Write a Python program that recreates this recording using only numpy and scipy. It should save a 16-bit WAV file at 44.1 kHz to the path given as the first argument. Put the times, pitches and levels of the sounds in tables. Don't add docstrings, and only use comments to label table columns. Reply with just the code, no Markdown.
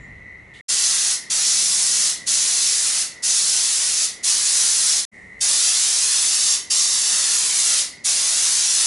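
import sys
import numpy as np
from scipy import signal
from scipy.fft import rfft, irfft
from scipy.io import wavfile
from scipy.ndimage import uniform_filter1d, map_coordinates

SR = 44100
rng = np.random.default_rng(int(sys.argv[2]) if len(sys.argv) > 2 else 0)


def waveform_to_disk(signal):
    frames = np.transpose(np.atleast_2d(signal))
    scaled = np.clip(frames, -1, 1) * 32767
    samples = np.round(scaled).astype(np.int16)
    wavfile.write(sys.argv[1], SR, samples)


def boost_factor(decibels):
    exponent = np.asarray(decibels, float) / 20
    return 10 ** exponent


N = 390726
T = np.arange(N) / SR
HZ = np.maximum(np.arange(N // 2 + 1) * SR / N, 1)

# stop_s, return_s, fade_in_s
CUTS = [
    (.611, .682, .016),
    (5.0515, 5.115, .03),
]
# time_s, place_along_van_m
ARM = [(0, 0), (.7, 0), (1.15, .3), (2.15, -.3), (3.1, .3), (4.1, -.3), (5.05, .35), (5.4, -.46),
       (5.81, -.12), (6.17, .13), (6.53, .35), (6.95, .33), (7.37, .05), (7.78, -.3), (8.09, -.45),
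       (8.4, -.2), (8.86, .2)]


def valve(paint):
    # pulled_s, released_s, opening_s, paint_delay_s, jet_db
    trigger = [(0.664, 1.124, 0.018, 0.0018, -20), (1.296, 2.098, 0.0082, 0.006, -20.5),
               (2.257, 3.016, 0.018, 0.0041, -20.5), (3.219, 4.044, 0.018, 0, -20.5),
               (4.225, 4.982, 0.018, 0.0012, -20), (5.403, 6.545, 0.0094, 0.006, -19.5),
               (6.696, 7.802, 0.0091, 0.0013, -19.5), (8.036, 9.0, 0.016, 0.008, -19.5)]
    shut_s, surge_db, surge_s = 0.013, 5, 0.026
    flow = np.zeros(N)
    for on, off, opening, lag, db in trigger:
        since = T - on - paint * lag
        surge = surge_db * np.exp(-np.maximum(since, 0) / surge_s)
        rise = np.clip(since / opening, 0, 1) ** 2 * boost_factor(db + surge)
        flow += rise * np.exp(-np.maximum(T - off, 0) / shut_s)
    return flow


def gun():
    # frequency_hz, density_db (per Hz)
    jet_spectrum = [(150, -57), (250, -27.5), (354, -32.5), (402, -25), (552, -26), (636, -22.5),
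                    (1930, -13), (6120, -2), (8400, -5.5), (11000, -4.5), (14300, -37), (22000, -120)]
    split_hz = [1900, 4000, 8000]
    # nozzle_fizz_db, panel_wash_db, paint_splatter_db
    parts = [(-5, -13, -27), (-5, -13.5, -24.5), (-5.5, -12.8, -24)]
    fizz_db, wash_db, paint_db = per_shot(parts)
    eddies = boost_factor(1.83 * walk(900))
    edges = [1] + split_hz + [SR]
    ranges = []
    for lo_hz, hi_hz in zip(edges, edges[1:]):
        noise = colour(rng.standard_normal(N) * eddies, jet_spectrum)
        flutter = boost_factor(0.78 * walk(9))
        ranges.append(level(band(noise, lo_hz, hi_hz), 0) * flutter)
    paint, wash, jet, fizz = ranges
    air = boost_factor(-5.0) * jet + boost_factor(fizz_db - 2.0) * fizz + boost_factor(wash_db - 4.0) * wash
    return valve(0) * air + valve(0.89) * boost_factor(paint_db - 1.0) * paint


def panel(x):
    # shortest_extra_path_ms, growth_ms_per_m2 (from the facing place), strength (0-1)
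    bounce = [(2.7, 0, .3), (2.6, .5, .28), (1.09, 1.35, .75)]
    facing_m, weaker_per_ms, from_hz = .35, .25, 2200
    shortest_ms, growth, strength = per_shot(bounce)
    extra_ms = growth * (curves([ARM])[0] - facing_m) ** 2
    strength = strength - weaker_per_ms * extra_ms
    treble = signal.sosfilt(signal.butter(1, from_hz, "high", fs=SR, output="sos"), x)
    echo = .82 * strength * delay(treble, shortest_ms + extra_ms)
    return (x + echo) / np.sqrt(1 + .55 * strength ** 2)


def shed(x):
    walls, sound_m_s = 8, 343
    swing = 2.2
    place_m = swing * curves([ARM])[0]
    heard = []
    for facing in np.linspace(-1, 1, walls):
        path_m = 2 - place_m * facing
        heard.append(delay(x, 1000 * path_m / sound_m_s))
    return [sum(ring(h) for h in heard) / np.sqrt(walls) for _ in ("mid", "side")]


def ring(x):
    t60_s, treble_t60_s = 0.39, 0.29
    t, cut = T[:SR // 2], int(CUTS[-1][1] * SR)
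    noise = rng.standard_normal(len(t))
    dull = signal.sosfilt(signal.butter(2, 4800, fs=SR, output="sos"), noise)
    tail = dull * boost_factor(-60 * t / t60_s) + (noise - dull) * boost_factor(-60 * t / treble_t60_s)
    tail = tail * np.clip(t / 0.0017, 0, 1)
    tail = tail / np.sqrt(np.sum(tail ** 2))
    return np.concatenate([signal.fftconvolve(part, tail)[:len(part)] for part in (x[:cut], x[cut:])])


def crickets():
    # time_s, level_db
    chorus = [
        [(0, -44), (.08, -41.5), (.21, -45), (.33, -41.5), (.41, -45), (.55, -42.5), (.62, -43.5), (1.25, -45),
         (5.05, -46), (5.14, -45), (5.2, -43.5), (5.28, -46), (5.32, -43.5), (5.39, -45), (6.0, -49),
         (6.67, -49.5), (7.97, -47), (8.86, -49)],
    ]
    # wing_note_hz, strokes_per_s, level_db
    singers = [(1865, 74, -5), (1925, 99, -1), (1980, 130, -2), (2040, 101, 0), (2100, 109, -3),
               (2160, 82, -9)]
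    overtone_db = [-30, -34]
    stroke_s = .003
    out = np.zeros(N)
    for hz, rate, db in singers:
        phase = np.cumsum(rate * (1 + .07 * walk(25))) / SR + rng.random()
        since = (phase % 1 - .5) / rate
        size, slip = rng.standard_normal((N // 50, 2))[phase.astype(int)].T
        note = 2 * np.pi * np.cumsum(hz * (1 + .009 * walk(12))) / SR + .8 * slip
        wing = np.sin(note)
        for k, d in enumerate(overtone_db):
            wing = wing + boost_factor(d) * np.sin((k + 2) * note)
        swell = boost_factor(db + 3 * walk(9) + 1.8 * size)
        stroke = np.exp(-.5 * (since / stroke_s) ** 2) * np.cos(np.pi * since * rate)
        out += swell * stroke * wing
    return level(out, 0) * boost_factor(curves(chorus)[0])


def puffs():
    # start_s, end_s, centre_hz, width_hz, level_db
    small_sounds = [
        (.004, 0.036, 7160, 330, -59.5),
        (0.535, 0.58, 3300, 905, -51.5),
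        (0.535, 0.59, 7000, 3000, -58.5),
        (5.39, 5.8, 6530, 3000, -55),
        (.66, 5.06, 300, 220, -64),
        (5.1, 8.5, 332, 260, -59),
    ]
    # centre_hz, width_hz, level_db, fading_s
    old_ring = (7004, 3001, -61, 0.3)
    hz, width_hz, db, fading_s = old_ring
    since = T - CUTS[-1][1]
    out = (since > 0) * np.exp(-np.abs(since) / fading_s) * level(hump(hz, width_hz), db)
    for on, off, hz, width_hz, db in small_sounds:
        fade = np.exp(-np.maximum(T - off, 0) / .014)
        gate = np.clip((T - on) / .004, 0, 1) * fade
        out += gate * level(hump(hz, width_hz), db)
    return out


def night():
    # frequency_hz, density_db (per Hz)
    air_spectrum = [(20, -32), (35, -11), (70, -6), (160, -10), (400, -10.5), (1400, -18.5), (2450, -17.5),
                    (3400, -30), (4100, -29), (4700, -36), (6000, -33.5), (11000, -40), (14000, -72)]
    # rumble_db, still_air_hiss_db
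    shots = [(-54, -54.5), (-62.5, -53), (-64.5, -55)]
    # time_s, level_db, half_length_s
    knocks = [(0.1, -52.5, .1), (5.3, -57.5, .12)]
    # time_s, drone_db
    machine = [(0, -58), (.6, -68), (1.8, -54.5), (2.9, -62.5), (3.6, -68.5), (5.05, -62), (5.14, -53),
               (5.4, -62), (6.3, -71), (7.3, -63), (8.86, -65.5)]
    rumble_db, hiss_db = per_shot(shots)
    gusts = sum(boost_factor(db) * np.exp(-.5 * ((T - s) / half) ** 2) for s, db, half in knocks)
    air = colour(rng.standard_normal(N), air_spectrum)
    rumble = level(band(air, 1, 150), 0) * np.hypot(boost_factor(rumble_db), gusts) * boost_factor(1.5 * walk(5))
    drone = level(hump(194, 27), 0) * boost_factor(curves([machine])[0])
    hiss = level(band(air, 183, SR), 0) * boost_factor(hiss_db + 0.44 * walk(5.3))
    return rumble + drone + hiss


def level(x, db):
    return x * boost_factor(db) / np.sqrt(np.mean(x ** 2))


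def curves(tables):
    s, *columns = np.concatenate(tables).T
    return [np.interp(T, s, c) for c in columns]


def per_shot(table):
    shot = np.searchsorted([back for stop, back, fade in CUTS], T)
    return np.array(table)[shot].T


def colour(x, points):
    hz, db = np.transpose(points)
    return irfft(rfft(x) * boost_factor(np.interp(np.log(HZ), np.log(hz), db)), N)


def band(x, lo_hz, hi_hz):
    power = 1 / (1 + (HZ / hi_hz) ** 8) - 1 / (1 + (HZ / lo_hz) ** 8)
    return irfft(rfft(x) * np.sqrt(power), N)


def hump(hz, width_hz):
    bell = np.exp(-.5 * ((HZ - hz) / width_hz) ** 2)
    return irfft(rfft(rng.standard_normal(N)) * bell, N)


def walk(rate):
    k = int(SR / rate)
    held = np.repeat(rng.standard_normal(N // k + 1), k)
    return 1.3 * uniform_filter1d(uniform_filter1d(held, k), k)[:N]


def delay(x, ms):
    return map_coordinates(x, [np.arange(N) - ms * SR / 1000], order=3)


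def scene():
    # frequency_hz, side_minus_mid_db
    width = [(25, -10), (60, -9.5), (110, -9), (190, -7), (350, -3), (620, -1.5), (1120, -6.5),
             (2020, -8.5), (3620, -13.5), (6500, -17), (11700, -16)]
    jet, insects = gun(), crickets() + puffs()
    near = panel(jet)
    wet_mid, wet_side = shed(.4 * near + .65 * jet)
    near = near + .16 * delay(near, 3.78)
    mid = boost_factor(-.9) * near + boost_factor(2) * wet_mid
    mid = mid + boost_factor(-2) * insects + boost_factor(-6) * ring(insects) + night()
    side = colour(boost_factor(5.0) * wet_side + boost_factor(-0.5) * ring(insects) + boost_factor(-3.0) * night(), width)
    return np.array([boost_factor(0.97) * (mid + side), boost_factor(1.2) * (mid - side)])


def band_limit(x):
    return signal.sosfilt(signal.butter(12, 12280, fs=SR, output="sos"), x)


def record(dry):
    top_hz = 10960
    rounded = np.tanh(1.1 * dry) / 1.1
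    out = signal.sosfilt(signal.ellip(14, .3, 85, top_hz, fs=SR, output="sos"), rounded)
    for stop, back, fade in CUTS:
        out = out * np.where(T < stop, 1, np.clip((T - back) / fade, 0, 1))
    return band_limit(out)


dry = scene()
out = record(dry)
waveform_to_disk(out)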